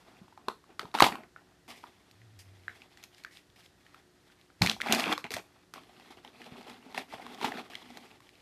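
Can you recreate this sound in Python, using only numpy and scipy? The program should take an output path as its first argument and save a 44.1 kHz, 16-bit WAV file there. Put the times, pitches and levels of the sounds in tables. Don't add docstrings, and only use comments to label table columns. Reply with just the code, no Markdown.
import sys
import numpy as np
from scipy import signal
from scipy.fft import rfft, irfft, next_fast_len
from scipy.io import wavfile
from scipy.ndimage import uniform_filter1d, map_coordinates

SR = 44100
rng = np.random.default_rng(int(sys.argv[2]) if len(sys.argv) > 2 else 0)


def decibels_to_gain(level_db):
    exponent = np.asarray(level_db, float) / 20
    return 10 ** exponent


def int16_out(signal):
    q = np.round(np.clip(np.atleast_2d(signal).T, -1, 1) * 32767)
    wavfile.write(sys.argv[1], SR, q.astype(np.int16))


N = 371013

# (frequency [Hz], density [dB per Hz])
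ROOM_TONE = [(15, -25), (25, -6.5), (103, 0), (240, -8), (358, -6.5), (563, -12.5), (644, -11), (1040, -16),
             (1870, -13.5), (2190, -20), (4150, -19), (13400, -31.5), (14500, -39.5)]
# (frequency [Hz], level [dB rms])
APPLIANCE_HUM = [(59, -80.5), (178, -80.5), (292, -77.5), (361, -75.5)]
# (frequency [Hz], t60 [s])
ROOM_DECAY = [(150, 0.33), (1000, 0.16), (4000, 0.2), (12000, 0.33)]
# (time [s], pitch [Hz], level [dB])
CHAIR_GROAN = [
    (2.02, 109.3, -75),
    (2.206, 106.4, -57.5),
    (2.338, 109, -59),
    (2.4, 98, -53),
    (2.438, 94.8, -61),
    (2.47, 95.5, -52),
    (2.694, 96.4, -62.5),
    (2.764, 82.5, -77),
    (2.8, 85, -77),
]

# (frequency [Hz], width [Hz], level [dB])
WALL = [(689.3, 360, 3), (986, 270, 8), (1234, 670, 4), (1670, 320, -4)]
# (frequency [Hz], width [Hz], level [dB])
FOIL = [(2060, 964, 1), (3240, 773, 2), (4030, 875, -1)]
# (frequency [Hz], width [Hz], level [dB])
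END_DISC = [(1480, 460, -3.5), (2485, 1100, 1.5)]
# (frequency [Hz], width [Hz], level [dB])
AIR_COLUMN = [(178, 90, -7.5), (237.5, 46, 0.5), (429, 320, -6)]
# (frequency [Hz], density [dB per Hz])
FIZZ = [(2800, -54), (4800, 3), (6500, -5), (9000, -7), (13800, -10), (15500, -46)]
# (frequency [Hz], density [dB per Hz])
SPARKLE = [(2000, -30), (4000, -1.5), (6500, -4.5), (9000, -12.5), (13800, -11.5), (15500, -46.5)]

# (time [s], peak [dB], boom [Hz], t60 [s])
THUMPS = [(0.215, -45.5, 195, 0.059), (0.482, -30, 390, 0.026), (0.701, -54, 336, 0.066),
          (0.848, -40.5, 160, 0.028), (1.021, -14, 338.3, 0.025), (1.024, -28, 118, 0.071),
          (1.026, -26, 540, 0.06), (3.493, -57, 92, 0.065), (4.612, -21.5, 112, 0.078),
          (4.614, -32, 72, 0.19), (4.622, -22.5, 178, 0.099), (4.68, -36.5, 214.5, 0.2),
          (4.897, -34.5, 221.7, 0.33), (4.923, -37.5, 239.3, 0.19), (5.097, -33.5, 306, 0.11),
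          (5.181, -43.5, 527, 0.033), (5.308, -40.5, 445, 0.051), (5.341, -45, 100, 0.083),
          (6.521, -37.5, 188, 0.02), (6.708, -55, 246, 0.28), (6.862, -48, 259, 0.13),
          (7.139, -54.5, 122, 0.12), (7.446, -37.5, 275.5, 0.19), (7.901, -52, 244, 0.18)]

# (time [s], length [s], first pressure [dB],
# last pressure [dB], brightness [dB])
PRISING = [(0, 0.33, -56, -65.5, -6.5), (.215, 0.028, -65, -58, -18), (.29, 0.23, -80, -54, -11),
           (.487, 0.01, -31, -47.5, -20), (.66, .06, -66, -52.5, -16), (.797, 0.11, -43.5, -61, -8),
           (.9, 0.045, -66, -62.5, -13), (.944, 0.019, -28, -36.5, -7.5), (.97, .05, -44.5, -35, -0.5),
           (1.024, 0.015, -26, -25, -5.5), (1.04, 0.047, -23, -37, -3), (1.12, 0.17, -35.5, -67, -40),
           (1.357, 0.2, -59, -71, -27), (1.68, 0.024, -52.5, -47.5, -1), (1.71, 0.15, -51, -72, 1),
           (1.835, 0.055, -59, -57.5, -5.5)]
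# (time [s], length [s], first pressure [dB], last pressure [dB], brightness [dB])
FEELING = [(1.9, 0.504, -66, -71, -2), (2.39, 0.025, -76.5, -82, 22.5), (2.45, 0.32, -69.5, -61.5, -0.5),
           (2.685, 0.16, -70, -56, -3.5), (2.9, 0.14, -64.5, -58.5, -2), (3.08, 0.13, -76, -61.5, 1.5),
           (3.243, .02, -66, -75, 0), (3.31, 0.061, -69, -61.5, 7.5), (3.56, 0.025, -59.5, -57, 1),
           (3.59, 0.072, -78.5, -68.5, 6.5), (3.78, 0.21, -69, -62, -2.5), (3.96, 0.089, -70, -82, -6),
           (4.15, 0.17, -79.5, -67.5, 0.5), (4.36, 0.082, -80, -67, 3), (4.5, 0.026, -66, -70, -11),
           (4.57, 0.048, -90, -59, 4)]
# (time [s], length [s], first pressure [dB], last pressure [dB], brightness [dB])
PEELING = [(4.625, 0.12, -27, -46, -3.5), (4.805, 0.018, -45, -56, -19), (4.83, 0.089, -43, -29, -10),
           (4.929, 0.032, -21, -34, -6.5), (4.96, 0.076, -32.5, -32, -5.5), (5.04, 0.096, -35, -28, -10.5),
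           (5.18, 0.031, -55, -59, 2.5), (5.243, 0.035, -37.5, -50, -27), (5.308, 0.077, -42, -47.5, -2.5),
           (5.36, 0.044, -41, -46, -12), (5.44, 0.2, -63.5, -65, -9)]
# (time [s], length [s], first pressure [dB],
# last pressure [dB], brightness [dB])
TILTING = [(5.74, 0.046, -46, -53, -4.5), (5.81, 0.28, -60.5, -55.5, -3.5),
           (6.105, 0.034, -47, -53.5, -4.5), (6.17, 0.036, -49, -61, -6.5), (6.23, 0.06, -59, -54, -5),
           (6.33, .13, -58, -49.5, -4.5), (6.46, 0.25, -52.5, -49.5, -5.5), (6.7, 0.27, -57, -56, -4.5),
           (6.945, 0.032, -44.5, -45, -3), (6.977, 0.025, -34.5, -46.5, -1.5),
           (7.08, 0.059, -58, -44, -3.5), (7.14, 0.21, -51.5, -48.5, -5.5),
           (7.37, 0.06, -52.5, -37.5, -4.5), (7.447, 0.029, -25.5, -36, -4.5), (7.5, 0.083, -50, -36.5, -8),
           (7.585, 0.07, -53, -49.5, -5.5), (7.7, 0.085, -51.5, -57, -1.5), (7.79, 0.26, -56, -55, -2.5),
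           (8, 0.15, -58, -57.5, -3), (8.22, 0.063, -62.5, -62.5, 0), (8.3, 0.14, -71, -68, 1)]
# (strokes, fizz over foil [dB], air column over wall [dB], end disc over wall [dB],
# release [dB per s])
ACTIONS = [
    (PRISING, -3.5, -6.5, -12, 500),
    (FEELING, -5.5, -9, -6.5, 400),
    (PEELING, -1.5, -7, -6, 3600),
    (TILTING, -6, -4.5, -11.5, 330),
]

# (time [s], peak [dB], ring [Hz], sharpness [dB])
LID_SNAPS = [(0.281, -51.5, 910, -35), (0.325, -47, 920, -55), (0.376, -39, 870, -32),
             (0.484, -19, 1049, -23), (0.64, -51, 1120, -26), (0.794, -24, 1300, -15.5),
             (0.815, -39.5, 850, -11), (0.83, -38, 422, -34), (0.854, -36, 980, -30),
             (0.915, -52.5, 3495, -10.5), (0.941, -27.5, 1200, -21), (0.95, -18.5, 888, -25),
             (0.976, -31, 1420, -25), (0.987, -23.5, 1340, -15), (1, -12.5, 4020, -34.5),
             (1.004, -5.5, 1100, -15), (1.022, -4.5, 836, -18.5), (1.0245, -7, 3960, -17.5),
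             (1.032, -13, 1220, -24.5), (1.041, -16, 950, -18), (1.065, -14.5, 844, -23.5),
             (1.155, -30, 1083, -24), (1.235, -46.5, 1990, -23), (1.362, -34.5, 1438, -59),
             (1.839, -33.5, 976, -47)]
# (time [s], peak [dB], ring [Hz], sharpness [dB])
NAIL_TICKS = [(2.112, -52, 2106, -0.5), (2.217, -47, 1990, -58), (2.397, -50, 1890, -5),
              (2.681, -25, 1613, -54), (2.819, -39.5, 2502, -26), (2.973, -44.5, 1901, -10),
              (3.028, -52, 1830, 1), (3.038, -44.5, 2617, 5), (3.147, -43.5, 5000, -27),
              (3.181, -55, 2533, 4), (3.237, -49.5, 3920, 0), (3.248, -27.5, 1580, -32),
              (3.371, -40.5, 3660, -20), (3.501, -50.5, 3590, -30), (3.661, -46, 3530, -21),
              (3.865, -43, 1864, -31), (3.945, -41, 1320, -20.5), (4.413, -49.5, 3370, -19),
              (4.502, -49.5, 1423, -40)]
# (time [s], peak [dB], ring [Hz], sharpness [dB])
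SEAL_SNAPS = [(4.617, -21, 814, -15.5), (4.62, -7, 4249, -19.5), (4.639, -36, 720, -9.5),
              (4.662, -19, 3228, -7), (4.672, -14, 2400, -20.5), (4.697, -9, 3350, -20),
              (4.714, -22, 3040, -14.5), (4.765, -38, 794, -39.5), (4.803, -27.5, 1437, -35),
              (4.811, -27.5, 3600, -15), (4.816, -20.5, 1920, -14.5), (4.861, -26.5, 819, -35),
              (4.886, -23, 2330, -40.5), (4.924, -8.5, 2950, -6.5), (4.948, -18.5, 2394, -4),
              (4.997, -25, 1914, -4.5), (5.04, -18, 2524, -44), (5.093, -23, 990, -43),
              (5.126, -21, 2128, -14), (5.178, -25, 1136, -16), (5.242, -24.5, 2215, -30),
              (5.251, -33.5, 958, -26), (5.266, -39.5, 2050, -19), (5.306, -29.5, 4280, -9),
              (5.317, -35, 1814, 3.5), (5.339, -27.5, 2400, 0.5), (5.344, -33, 2470, 2),
              (5.366, -28.5, 655, -10)]
# (time [s], peak [dB], ring [Hz], sharpness [dB])
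CRISP_KNOCKS = [(5.738, -35, 1223, -6.5), (5.759, -41, 1130, -25.5), (5.78, -38, 1120, -41),
                (6.109, -47, 820, -20), (6.248, -41, 857, -21), (6.277, -39, 3180, -42),
                (6.417, -42, 1841, -15), (6.697, -51, 646, 5.5), (6.864, -45, 755, -39),
                (6.946, -33.5, 910, -16), (6.977, -23.5, 1870, -33), (6.979, -25.5, 780, -42),
                (7.126, -36, 895, -38), (7.137, -30.5, 710, -45), (7.197, -35.5, 756, -43),
                (7.265, -35.5, 1050, -16), (7.346, -38, 760, -11.5), (7.413, -27, 980, -26),
                (7.444, -17, 884, -32), (7.483, -29, 850, -34), (7.521, -28, 1810, -31),
                (7.582, -34, 730, -30), (7.7, -45.5, 684, -13), (7.744, -39, 2830, -26.5),
                (7.753, -30, 2140, -23), (7.903, -42, 755, -17), (7.972, -39.5, 764, -3),
                (8.114, -45, 2600, -22), (8.204, -46.5, 1110, -11.5)]
# (time [s], peak [dB], ring [Hz],
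# sharpness [dB])
FURTHER_SNAPS = [(1.005, -14.5, 2652, -34.5), (1.046, -15, 2305, -30), (1.073, -18, 900, -33),
                 (1.085, -26, 900, -31), (0.796, -27, 3200, -35), (1.118, -56, 907, -28), (1.124, -27, 1900, -40),
                 (4.3, -52, 1516, -60), (4.872, -27, 1810, -19), (4.876, -30, 3400, -31), (4.903, -30, 2360, -29),
                 (4.915, -31, 2900, -25.5), (4.934, -29, 2900, -20), (4.943, -24, 2000, -20),
                 (4.955, -35, 2500, -22), (5.005, -22, 2900, -21), (5.021, -31.5, 2288, -21),
                 (5.058, -26, 2473, -23), (5.069, -25, 2177, -33), (5.079, -24, 2428, -31),
                 (5.098, -30, 2789, -27), (5.11, -29, 1920, -30), (5.119, -31, 1207, -22), (5.835, -50, 3150, -11),
                 (5.894, -49, 720, -25), (5.998, -47, 780, -10), (6.121, -49, 880, -20), (6.17, -53, 765, -25),
                 (6.249, -38, 3054, -27), (6.443, -42, 3400, -16), (6.464, -43, 2990, -18), (6.61, -44, 800, -14),
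                 (6.63, -44, 4790, -35), (6.7, -43, 2120, -18), (6.904, -52, 813, -25), (6.925, -48, 746, -11),
                 (7.385, -40.5, 776, -35), (7.432, -37, 920, -33), (7.451, -31, 3500, -25), (7.462, -27, 900, -20),
                 (7.474, -45, 950, -22), (7.518, -30.5, 780, -27), (7.573, -34, 1786, -27),
                 (7.735, -36, 1740, -28), (7.754, -28, 3300, -30), (7.82, -49, 966, -16), (8.291, -47, 2288, -10),
                 (8.354, -51.5, 2680, -16.5), (8.403, -52, 3025, -19.5)]


def unit(x):
    return x / np.sqrt(np.mean(x ** 2) + 1e-20)


def along(points, hz):
    f, v = np.transpose(points)
    return np.interp(np.log(hz + 1), np.log(f + 1), v)


def curves(rows):
    s, *cols = np.transpose(rows)
    return [np.interp(np.arange(N) / SR, s, c) for c in cols]


def wobble(rate):
    knots = rng.standard_normal(int(N * rate / SR) + 4)
    return map_coordinates(knots, [np.arange(N) * rate / SR])


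def filtered(x, response):
    m = next_fast_len(N + SR // 2)
    return irfft(rfft(x, m) * response(np.fft.rfftfreq(m, 1 / SR)), m)[:N]


def coloured(x, points):
    return filtered(x, lambda f: decibels_to_gain(along(points, f)))


def body(modes):
    def response(f):
        total = 0
        for k, (centre, width, db) in enumerate(modes):
            total = total + (-1) ** k * decibels_to_gain(db) * 1j * f * width / (centre ** 2 - f * f + 1j * f * width)
        return total
    return response


def steep_body(modes):
    return lambda f: body(modes)(f) ** 2


def room_tone():
    t = np.arange(N) / SR
    hush_level = decibels_to_gain(-65.5 + 0.27 * wobble(0.65))
    tone = hush_level * unit(coloured(rng.standard_normal(N), ROOM_TONE))
    for hz, db in APPLIANCE_HUM:
        level = decibels_to_gain(db + 4.0 + 1.2 * wobble(3.8))
        tone += level * np.sin(2 * np.pi * hz * t + 1.1 * wobble(8.5))
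    return tone


def room(x):
    out, step = np.zeros(N + SR), SR // 4
    for at in range(0, N, step):
        hz, t, z = signal.stft(rng.standard_normal(SR // 2), SR, nperseg=256)
        decay = decibels_to_gain(-60 * t / along(ROOM_DECAY, hz)[:, None])
        tail = signal.istft(z * decay, SR, nperseg=256)[1]
        answer = signal.fftconvolve(x[at:at + step], tail / np.linalg.norm(tail))
        out[at + 550:][:len(answer)] += answer
    return out[:N]


def chair():
    hz, db = curves(CHAIR_GROAN)
    turns = [CHAIR_GROAN[k][0] for k in (0, 1, -2, -1)]
    sounding = np.interp(np.arange(N) / SR, turns, [0, 1, 1, 0])
    phase = 2 * np.pi * np.cumsum(hz) / SR + 0.6 * wobble(25)
    return sounding * decibels_to_gain(db + 3 + 1.2 * wobble(30)) * np.sin(phase)


def thumps():
    out, t = np.zeros(N + SR), np.arange(SR // 4) / SR
    for s, db, hz, t60 in THUMPS:
        boom = np.sin(2 * np.pi * hz * t) + 0.22 * np.sin(2 * np.pi * 1.6 * hz * t)
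        envelope = decibels_to_gain(db + 4.5 - 60 * t / t60) * (1 - np.exp(-t * hz / 0.13))
        out[round(s * SR):][:len(t)] += envelope * boom
    return out[:N]


def slips(per_second, spread_db, smooth):
    when, size, sign = rng.random((3, N))
    sizes = decibels_to_gain(-spread_db * np.log(size + 1e-4))
    ticks = (when < per_second / SR) * sizes * np.sign(sign - 0.5)
    return unit(ticks) + smooth * rng.standard_normal(N)


def patchy(x, depth_db):
    z = signal.stft(x, nperseg=256)[2]
    field = uniform_filter1d(rng.standard_normal(z.shape), size=4, axis=0)
    field = uniform_filter1d(field, size=5, axis=1)
    return signal.istft(z * decibels_to_gain(depth_db * unit(field)), nperseg=256)[1][:N]


def pressure():
    attack_s, fizz_follows = 0.002, 1.4
    power, t = np.zeros((5, N)), np.arange(N) / SR
    for strokes, fizz_db, column_db, disc_db, release in ACTIONS:
        for s, length, first_db, last_db, bright_db in strokes:
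            turns = s + np.cumsum([-attack_s, attack_s, abs(length), 60 / release])
            span = slice(max(int(turns[0] * SR), 0), int(turns[-1] * SR))
            db = np.interp(t[span], turns, [first_db - 30, first_db, last_db, last_db - 60])
            parts_db = [0, bright_db, fizz_follows * bright_db + fizz_db, column_db, disc_db]
            power[:, span] += decibels_to_gain(2 * (db + np.c_[parts_db]))
    return np.sqrt(power)


def rustle():
    on_wall, on_foil, on_fizz, on_column, on_disc = pressure()
    clumps = decibels_to_gain(2 * wobble(50))
    drive = patchy(slips(per_second=1000, spread_db=1.8, smooth=0.55) * clumps, depth_db=2.5)
    hissing = drive + 2.3 * clumps * rng.standard_normal(N)
    wall = decibels_to_gain(-6.5) * on_wall * unit(filtered(drive, steep_body(WALL)))
    foil = decibels_to_gain(-0.5) * on_foil * unit(filtered(drive, steep_body(FOIL)))
    fizz = decibels_to_gain(-3.0) * on_fizz * unit(coloured(hissing, FIZZ))
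    disc = on_disc * unit(filtered(drive, steep_body(END_DISC)))
    column = decibels_to_gain(-1.0) * on_column * unit(filtered(drive, steep_body(AIR_COLUMN)))
    return wall + foil + fizz + disc + column


def snap_ring(t, hz, sharp_db, odd, noise):
    cycles = np.clip(6 - 0.55 * sharp_db, 2, 14)
    ring = decibels_to_gain(-60 * t * hz / cycles) * np.sin(2 * np.pi * hz * t)
    for ratio, level_db, a, b in ((1.15, -5, 0, 1), (1.4, -9, 2, 3)):
        part = hz * ratio * np.exp(0.04 * odd[a])
        level = decibels_to_gain(level_db + 2 * odd[b] - 60 * t * part / cycles)
        ring = ring + level * np.sin(2 * np.pi * part * t)
    shake = unit(uniform_filter1d(noise, size=int(2 * SR / hz)))
    late_wave = decibels_to_gain(-23 - 60 * t * max(hz, 1500) / 190)
    late_wave = late_wave * (1 - np.exp(-(t / 0.014) ** 2))
    ring = ring + late_wave * shake * np.sin(2 * np.pi * 1.12 * hz * t)
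    return ring * (1 - np.exp(-t * hz / 2.0))


def clicks():
    rings, cracks, sparks = np.zeros((3, N + SR))
    t = np.arange(SR // 12) / SR
    snaps = LID_SNAPS + NAIL_TICKS + SEAL_SNAPS + CRISP_KNOCKS + FURTHER_SNAPS
    luck = rng.standard_normal((len(snaps), 4))
    hiss = rng.standard_normal((len(snaps), len(t)))
    for (s, db, hz, sharp_db), odd, noise in zip(snaps, luck, hiss):
        span = slice(round(s * SR), round(s * SR) + len(t))
        rings[span] += decibels_to_gain(db + 9) * snap_ring(t, hz, sharp_db, odd, noise)
        burst = decibels_to_gain(db - 60 * t / 0.0061) * (1 - np.exp(-t / 0.00053)) * noise
        trail = decibels_to_gain(db - 7.5 - 60 * t / 0.05) * noise
        cracks[span] += decibels_to_gain(2 + 0.4 * sharp_db + 16) * burst
        sparks[span] += decibels_to_gain(sharp_db + 7.0) * (burst + trail)
    return rings[:N] + filtered(cracks[:N], body(FOIL)) + coloured(sparks[:N], SPARKLE)


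def scene():
    background = room_tone() + chair()
    snaps = thumps() + clicks()
    rubbing = rustle()
    echo = room(decibels_to_gain(-12.0) * snaps + decibels_to_gain(-13.5) * rubbing)
    return (background + echo + rubbing + snaps)[None]


def top_cut(x):
    return signal.sosfilt(signal.butter(12, 15270, fs=SR, output="sos"), x)


def record(dry):
    low_hz, top_hz = 30, 14200

    def microphone(f):
        return (1j * f / (low_hz + 1j * f)) ** 4 / (1 + (f / top_hz) ** 40)

    heard = filtered(dry[0], microphone)
    heard = heard / (1 + np.abs(heard / 0.95) ** 6) ** (1 / 6)
    return top_cut(heard[None])


dry = scene()
out = record(dry)
int16_out(out)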